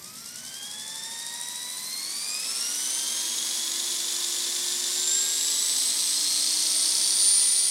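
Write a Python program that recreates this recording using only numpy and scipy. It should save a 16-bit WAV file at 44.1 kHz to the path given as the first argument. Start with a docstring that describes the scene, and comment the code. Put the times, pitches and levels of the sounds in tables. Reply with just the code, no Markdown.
"""Model helicopter spooling up

A small electric helicopter spools up and flies off; a low rumble fades to near silence and returns.
The angle of the main rotor drives every moving part: the main gear whines and rattles the frame,
motor and tail rotor hum as harmonic stacks, and the blades swish as filtered noise.
The speed controller whistles faintly at two sidebands of its switching tone."""
import sys
import numpy as np
from scipy import signal
from scipy.fft import rfft, irfft, next_fast_len
from scipy.io import wavfile
from scipy.ndimage import map_coordinates

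SR = 44100
rng = np.random.default_rng(int(sys.argv[2]) if len(sys.argv) > 2 else 0)


def transcribe(u):
    """Save the signal u as a 16-bit wav file named by the first command-line argument.

    u: samples, shape (n,) or (channels, n), limited to [-1, 1]; the rate is SR.
    q: integer samples, one column per channel.
    """
    v = np.clip(np.atleast_2d(u).T, -1, 1)
    q = np.round(v * 32767).astype(np.int16)
    wavfile.write(sys.argv[1], SR, q)


N = 339570


def amp(db):
    """Decibel law: level to amplitude gain."""
    return 10 ** (np.asarray(db) / 20)


def unit(x):
    """Normalisation: x at rms 1."""
    return x / np.sqrt(np.mean(x ** 2) + 1e-20)


def curves(rows):
    """Linear interpolation: one value per sample for each column after the time."""
    s, *columns = np.transpose(rows)
    t = np.arange(N) / SR
    return [np.interp(t, s, column) for column in columns]


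def wobble(rate):
    """Band-limited fluctuation: a smooth curve through random knots, rate knots a second."""
    knots = rng.standard_normal(int(N * rate / SR) + 4)
    return map_coordinates(knots, [np.arange(N) * rate / SR])


def filtered(x, response):
    """Linear filtering: the spectrum of x times a response of frequency."""
    m = next_fast_len(N + SR // 4)
    spectrum = rfft(x, m) * response(np.fft.rfftfreq(m, 1 / SR))
    return irfft(spectrum, m)[:N]


def shaped(x, points):
    """Spectral shaping: x through (f/Hz, level/dB) points on a log frequency axis."""
    f, db = np.transpose(points)
    return filtered(x, lambda hz: amp(np.interp(np.log(hz + 1), np.log(f), db, left=-90, right=-90)))


def coloured(x, points):
    """Spectral shaping at fixed power: x through a spectrum, at rms 1."""
    return unit(shaped(x, points))


def noise(points):
    """Coloured noise: Gaussian noise of rms 1 with the given spectrum."""
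    return coloured(rng.standard_normal(N), points)


def cycle(turns, peak=0):
    """Periodicity: a cosine that peaks at the given share of each turn."""
    return np.cos(2 * np.pi * (turns - peak))


def tone(turns, db):
    """Pure tone: a sinusoid with the given rms level."""
    return np.sqrt(2) * amp(db) * cycle(turns)


def fuzzy(turns, db, width_hz):
    """Narrow-band noise: random quadrature amplitudes smear a tone of the given rms level."""
    angle = 2 * np.pi * turns
    return amp(db) * unit(wobble(width_hz) * np.cos(angle) + wobble(width_hz) * np.sin(angle))


def level(speed, law):
    """Saturating power law: dB that grow with each doubling of speed, then level off."""
    full_db, grows_db, full_speed = law
    return full_db + grows_db * np.minimum(np.log2(speed / full_speed), 0)


def resonance(hz, modes):
    """Modal response: dB gained, or lost, by a gliding tone that passes (f/Hz, width/Hz, level/dB) modes."""
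    return sum(db / (1 + (2 * (hz - centre) / width) ** 2) for centre, width, db in modes)


# low rumble: relative spectrum (f/Hz, level/dB) and set fade curve (t/s, level/dB)
RUMBLE_SPECTRUM = [(25, -24), (56, -13), (80, -10), (115, -6), (160, -1), (240, 4.5), (400, -25),
                   (900, -40)]
RUMBLE_FADE = [(0, -56), (1.4, -63.5), (2.1, -65), (2.5, -71), (4.4, -85), (5.8, -63), (7.7, -64)]


def low_rumble():
    """Coloured noise: a low rumble that a set curve fades to near silence around 4.4 s and up again."""
    return amp(curves(RUMBLE_FADE)[0] + 0.84 * wobble(6.8)) * noise(RUMBLE_SPECTRUM)


START_SPEED, INERTIA_S = 8.34, .3  # turns per second; time constant in s
# rotor speed that the throttle asks for (t/s, speed/turns per s)
THROTTLE = [(0.0, 10.01), (0.17, 11.34), (0.77, 13.17), (1.72, 14.64), (2.08, 17.74), (2.72, 23.06),
            (2.96, 23.68), (3.75, 24.92), (4.78, 25.45), (5.07, 27.42), (5.74, 29.78), (5.86, 29.52),
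            (6.84, 32.83), (7.7, 33.67)]


def rotor_speed():
    """First-order lag: the heavy rotor follows the throttle late; turns per second."""
    step = 1 / (INERTIA_S * SR)
    asked = curves(THROTTLE)[0] - START_SPEED
    return START_SPEED + signal.lfilter([step], [1, step - 1], asked)


MOTOR_TURNS, POLE_PAIRS = 14, 3  # motor turns per rotor turn; magnet pole pairs
# controller whistle (t/s, inner sideband level/dB, outer sideband level/dB)
WHISTLE = [(0, -61, -55), (.6, -60, -61), (1.1, -83, -80), (1.5, -56, -68), (1.95, -48, -53),
           (2.3, -75, -66), (3, -75, -80)]


def controller(turns):
    """Modulation: lower sidebands of the switching tone sing in the windings and sink as the motor speeds up."""
    inner_db, outer_db = curves(WHISTLE)
    switching = 14340 * np.arange(N) / SR + .2 * wobble(200)  # 14340 Hz
    commutation = 2 * POLE_PAIRS * MOTOR_TURNS * turns
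    inner = tone(switching - commutation, inner_db + 2 * wobble(51.5))
    outer = tone(switching - 2 * commutation, outer_db + 2 * wobble(50))
    return inner + outer


CRUISE = 25  # reference rotor speed, turns per second


def shaft_tones(turns, speed, ratio, tones, modes, grows_db):
    """Harmonic series: a geared shaft, louder with speed and shaped by the modes of its support."""
    out = np.zeros(N)
    for multiple, db, jitter, flutter_db in tones:
        k = ratio * multiple
        swell_db = grows_db * np.log2(speed / CRUISE) + resonance(k * speed, modes)
        out += tone(k * turns + jitter * wobble(40), db + swell_db + flutter_db * wobble(40))
    return out


TAIL_BLADES = 10  # tail blade passes per rotor turn
TAIL_GROWS_DB, MOTOR_GROWS_DB = 5, 6  # per doubling of speed
# shaft harmonics before resonance (multiple, level/dB at cruise, phase jitter/turns, flutter/dB)
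TAIL_TONES = [(1, -66, 0.041, 1.5), (2, -72, .036, 3), (6, -69, .1, 1)]
MOTOR_TONES = [(1, -65, .0045, 0.35), (2, -78.5, .009, 1.4), (3, -71, .014, 2.9), (5, -59.5, 0.051, 2.3)]
# modes of the supports (f/Hz, width/Hz, level/dB)
TAIL_BOOM = [(190, 36, 1), (236, 30, 3), (313.5, 78, 10.5), (340, 10.5, -15), (635, 40, 12.5),
             (1150, 170, 12), (1601, 160, 19), (1990, 36, 15)]
MOTOR_MOUNT = [(296, 55, 7.5), (363.3, 63, 14), (426, 40, -8), (533, 68, 16.5), (720, 320, -9.5),
               (919, 236, 15), (1324, 290, 6.5), (1440, 110, 6.5), (1570, 82, 3.5), (1773, 39, 5.5),
               (2180, 560, -5.5)]


def shaft_hum(turns, speed):
    """Harmonic series: motor shaft and tail blades each give a short stack of tones."""
    tail = shaft_tones(turns, speed, TAIL_BLADES, TAIL_TONES, TAIL_BOOM, TAIL_GROWS_DB)
    motor = shaft_tones(turns, speed, MOTOR_TURNS, MOTOR_TONES, MOTOR_MOUNT, MOTOR_GROWS_DB)
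    return tail + motor


SPOKES = 6  # of the main gear wheel
BLADE_PASS, BLADE_MISMATCH = 0.49, .4  # share of a turn; one blade swishes harder than the other
# reference level against speed (level/dB, growth/dB per doubling, full speed/turns per s)
WASH_LAW = (-41.5, 7.6, 21.5)
RATTLE_LAW = (-26, 11.84, 31.3)
# relative spectra of rushing air and of the slow and fast blade swish (f/Hz, level/dB)
WASH = [(30, -36), (60, -29), (110, -22), (150, -14.5), (200, -3.5), (300, -2), (430, -3.5), (800, -3),
        (1020, 0.5), (1400, -4.5), (2050, 2.5), (2600, -3.5), (3400, -5.5), (6000, -4)]
SWISH = [(2800, -7.5), (3400, -7.5), (3720, 4), (4050, -1), (5500, -5.5), (8000, -1.5), (10000, -29),
         (13000, -35)]
SWISH_FAST = [(2700, -53), (3500, -37), (4400, 5), (5400, 6.5), (6100, 4), (7000, -31), (10000, -2),
              (13000, -35)]


def rotor_wash(turns, speed, slack):
    """Turbulence noise: air rushes round the rotor and each of two blades swishes in passing."""
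    wash_db = level(speed, WASH_LAW) - 2.5 + 0.56 * cycle(2 * turns, 0.055)
    wash = amp(wash_db) * noise(WASH)
    passing = (1 + cycle(2 * (turns - BLADE_PASS))) ** 1.3 * (1 + .2 * cycle(SPOKES * turns, .2))
    uneven = 1 + BLADE_MISMATCH * cycle(turns, BLADE_PASS)
    # the spectrum crosses over above 25 turns per second
    fast = np.clip((speed - 25) / 6.7, 0, 1)
    air = np.sqrt(1 - fast) * noise(SWISH) + np.sqrt(fast) * noise(SWISH_FAST)
    # a slack gear has no swish
    swish_gain = amp(level(speed, RATTLE_LAW) - 6.0) * np.clip(1 - 2.4 * slack, 0, 1)
    swish = swish_gain * unit(passing * uneven * amp(1.0 * wobble(60)) * air)
    return wash + swish


def tooth_load(turns, speed):
    """Periodic loading: wheel run-out, two blades and six spokes swing the tooth pressure."""
    spoke = SPOKES * turns
    flex = (speed / speed.max()) ** 2
    blades = .12 * cycle(2 * turns, .27) + .06 * cycle(4 * turns, .8)
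    wheel = .07 * cycle(turns, .1) + .09 * cycle(spoke, .05) + .06 * cycle(2 * spoke, .6)
    return 1 + flex * (blades + wheel)


GEAR_TEETH = 140
# tight spots of the slack gear (share of a turn, relative strength)
KNOCKS = [(.225, 1.2), (.382, 2.6), (.53, 0.65), (.68, 0.72), (.88, 0.42)]
# reference level of the hiss (level/dB, growth/dB per doubling, full speed/turns per s)
HISS_LAW = (-37.5, 15.3, 24.7)
# relative spectra of the frame with slack and loaded gear, hiss and small metal part (f/Hz, level/dB)
FRAME_SLACK = [(2000, -92), (2900, -24), (3300, -6), (4400, -4), (5000, 1), (5600, 3), (6700, -2),
               (7400, 1), (8800, 1.5), (9450, 0.5), (10200, -6), (12500, -11), (15000, -50)]
FRAME_LOADED = [(2000, -19.5), (2900, -11), (3400, -1), (4300, 0), (5300, 0.5), (6000, 0.5), (6800, -2.5),
                (7600, -3.5), (8100, 1.5), (8650, -4), (9400, -0.5), (10200, -10.5), (13000, -26)]
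HISS = [(5000, -20), (8500, -31), (10500, 5.5), (11800, -4.5), (13200, -4), (14500, -16), (15500, -8.5),
        (16000, -13)]
METAL = [(7500, -23), (8900, -9.5), (9350, -2), (9750, -10), (10400, -21), (13000, -21)]
# metal ring (t/s, level/dB)
RING = [(0, -69), (1.3, -45), (2.5, -38.5), (3.2, -36), (5, -58), (7.7, -32)]


def gear_rattle(turns, speed, load, slack):
    """Random impact excitation: uneven tooth strikes ring the frame, bunched at tight spots while slack."""
    knocks = np.zeros(N)
    for spot, size in KNOCKS:
        distance = (turns - spot + .5) % 1 - .5  # in turns
        knocks += size * np.exp(-.5 * (distance / 0.021) ** 2)
    knocks *= amp(0.7 * wobble(30.8))
    chatter = 0.35 * cycle(turns, 0.65) + 0.029 * cycle(2 * TAIL_BLADES * turns) + 0.7 * knocks
    force = load * (1 + slack * chatter) / (1 + 0.14 * slack) * amp(0.29 * wobble(14))
    grain = amp(1.25 * wobble(1500)) * (1 + 0.06 * cycle(GEAR_TEETH * turns))

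    def strikes():
        return force * grain * rng.standard_normal(N)

    slack_frame = np.sqrt(slack) * amp(3.5) * coloured(strikes(), FRAME_SLACK)
    loaded_frame = np.sqrt(1 - slack) * amp(-1.0) * coloured(strikes(), FRAME_LOADED)
    frame = amp(level(speed, RATTLE_LAW)) * (slack_frame + loaded_frame)
    # the knocks also set a small metal part ringing
    ring_drive = 0.43 + np.sqrt(slack) * (1.0 * knocks + 0.27 * cycle(SPOKES * turns, 0.53))
    ring = amp(curves(RING)[0]) * unit(ring_drive * noise(METAL))
    hiss = amp(level(speed, HISS_LAW) - 3.0) * coloured(strikes(), HISS)
    return frame + ring + hiss


# frame radiation of gear tones: smooth trend (f/Hz, level/dB), resonances (f/Hz, width/Hz, level/dB)
FRAME_TREND = [(1150, -59), (2000, -55.5), (2900, -54.5), (3200, -43.5), (4000, -45), (4700, -37.5),
               (5900, -33.5), (6900, -40.5), (8600, -38), (10200, -40.5), (11400, -36), (14000, -49)]
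FRAME_MODES = [(1874, 78, 6.5), (2480, 110, 13.5), (2710, 61, -24), (2810, 92, 11), (3915, 69, 4),
               (4240, 150, 7.5), (7390, 260, 11), (7980, 700, 8), (8880, 100, 8.5), (9267, 320, 15.5)]


def frame_response(hz):
    """Modal radiation: gain with which the frame radiates each frequency of the gear tones."""
    f, db = np.transpose(FRAME_TREND)
    return amp(np.interp(np.log(hz + 1), np.log(f), db) + resonance(hz, FRAME_MODES))


# moments when the blades take a bite of air and load the gear (t/s, half length/s, level/dB)
BITES = [(5.12, 0.1, 1.5), (7.283, 0.1, 4.5)]


def bite_db():
    """Load dependence: dB by which the whine swells while the blades load the gear."""
    t = np.arange(N) / SR
    return sum(db * np.exp(-((t - s) / half) ** 2) for s, half, db in BITES)


# sidebands of each gear tone: multiples of the spoke rate, and their level/dB at full speed
SIDEBANDS = (-2, -1, 1, 2)
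SIDEBAND_DB = (-7, -10.5, -12, -13)


def spoke_split(mesh_turns, spoke, flex):
    """Periodic stiffness: every passing spoke stiffens the rim and splits a gear tone into sidebands."""
    sides = sum(amp(db) * cycle(mesh_turns + k * spoke + .05 * wobble(8))
                for k, db in zip(SIDEBANDS, SIDEBAND_DB))
    return cycle(mesh_turns) + flex * sides


# reference levels of tooth rate, octave and twelfth, before the frame
# (level/dB, growth/dB per doubling, full speed/turns per s)
MESH_LAWS = [(4.5, 3, 12), (-0.5, 44, 11.55), (-8, 8.3, 20.6)]
# tooth bounce (t/s, amount 0-1)
BLUR = [(0, 0.1), (2.1, 0.26), (2.7, .7), (4.8, 0.65), (5.1, 0.1), (6, 0.28), (7.2, 0.09)]
# multiples of the tooth rate that a slack gear adds
LOOSE_PARTIALS = (1.5, 2.5, 3, 4)


def gear_whine(turns, speed, slack):
    """Gear meshing: tooth-rate harmonics with sidebands from the uneven wheel, blurred by bouncing teeth."""
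    first_db, second_db, third_db = (level(speed, law) for law in MESH_LAWS)
    blur, = curves(BLUR)
    spoke = SPOKES * turns
    flex = speed / speed.max()
    # the wheel runs truer the faster it spins
    runout = (1 - flex) * (0.24 * cycle(turns, 0.049) + 0.037 * cycle(2 * turns, 0.45))
    mesh = GEAR_TEETH * turns + runout + .022 * wobble(45) + .012 * wobble(400)
    press = 1 + flex * (.4 * cycle(spoke, .1) + .27 * cycle(2 * spoke, .6))
    bounce = np.sqrt(blur) * press

    first = amp(first_db - .5 + 1.8 * wobble(60)) * spoke_split(mesh, spoke, flex)
    first += bounce * fuzzy(mesh, first_db - 5.5, width_hz=200)
    second = np.sqrt(1 - blur) * amp(second_db + 4.0) * spoke_split(2 * mesh, spoke, flex)
    second += bounce * fuzzy(2 * mesh - turns, second_db - .5, width_hz=260)
    third = fuzzy(3 * mesh, third_db - 1.0 - 3 * slack, width_hz=200)
    fourth = fuzzy(4 * mesh, third_db - 10 + 7 * np.sqrt(slack), width_hz=560)
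    tones = amp(bite_db()) * (first + second) + press * (third + fourth)

    # loose teeth add hoarse partials that swell as they sweep through the frame's resonances
    cluster = sum(fuzzy(k * mesh, 2 * wobble(7), width_hz=300) for k in LOOSE_PARTIALS)
    cluster_db = level(speed, RATTLE_LAW) - 15 + 11 * flex
    hoarse = amp(cluster_db) * np.sqrt(slack) * shaped(cluster, FRAME_SLACK)
    return filtered(tones, frame_response) + press * hoarse


# gear play (t/s, amount 0-1)
SLACK = [(0, 0.92), (1.85, 0.29), (2.3, 0.25), (2.9, 0.1), (3.3, 0.02)]
# loss with distance as it flies off at the end (t/s, level/dB)
FLIGHT = [(0, 0), (7.35, 0), (7.7, -2.5)]


def scene():
    """Superposition: all moving parts follow the main rotor's angle, over the rumble."""
    speed = rotor_speed()
    slack, = curves(SLACK)
    turns = np.cumsum(speed) / SR
    helicopter = controller(turns) + shaft_hum(turns, speed) + rotor_wash(turns, speed, slack)
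    helicopter += gear_rattle(turns, speed, tooth_load(turns, speed), slack)
    helicopter += gear_whine(turns, speed, slack)
    mono = low_rumble() + amp(curves(FLIGHT)[0]) * helicopter
    return np.array([mono, mono])


TOP_HZ = 15850  # band limit


def record(dry):
    """Band limitation: two identical channels with nothing above the limit."""
    return np.array([filtered(side, lambda hz: hz < TOP_HZ) for side in dry])


dry = scene()
out = record(dry)
transcribe(out)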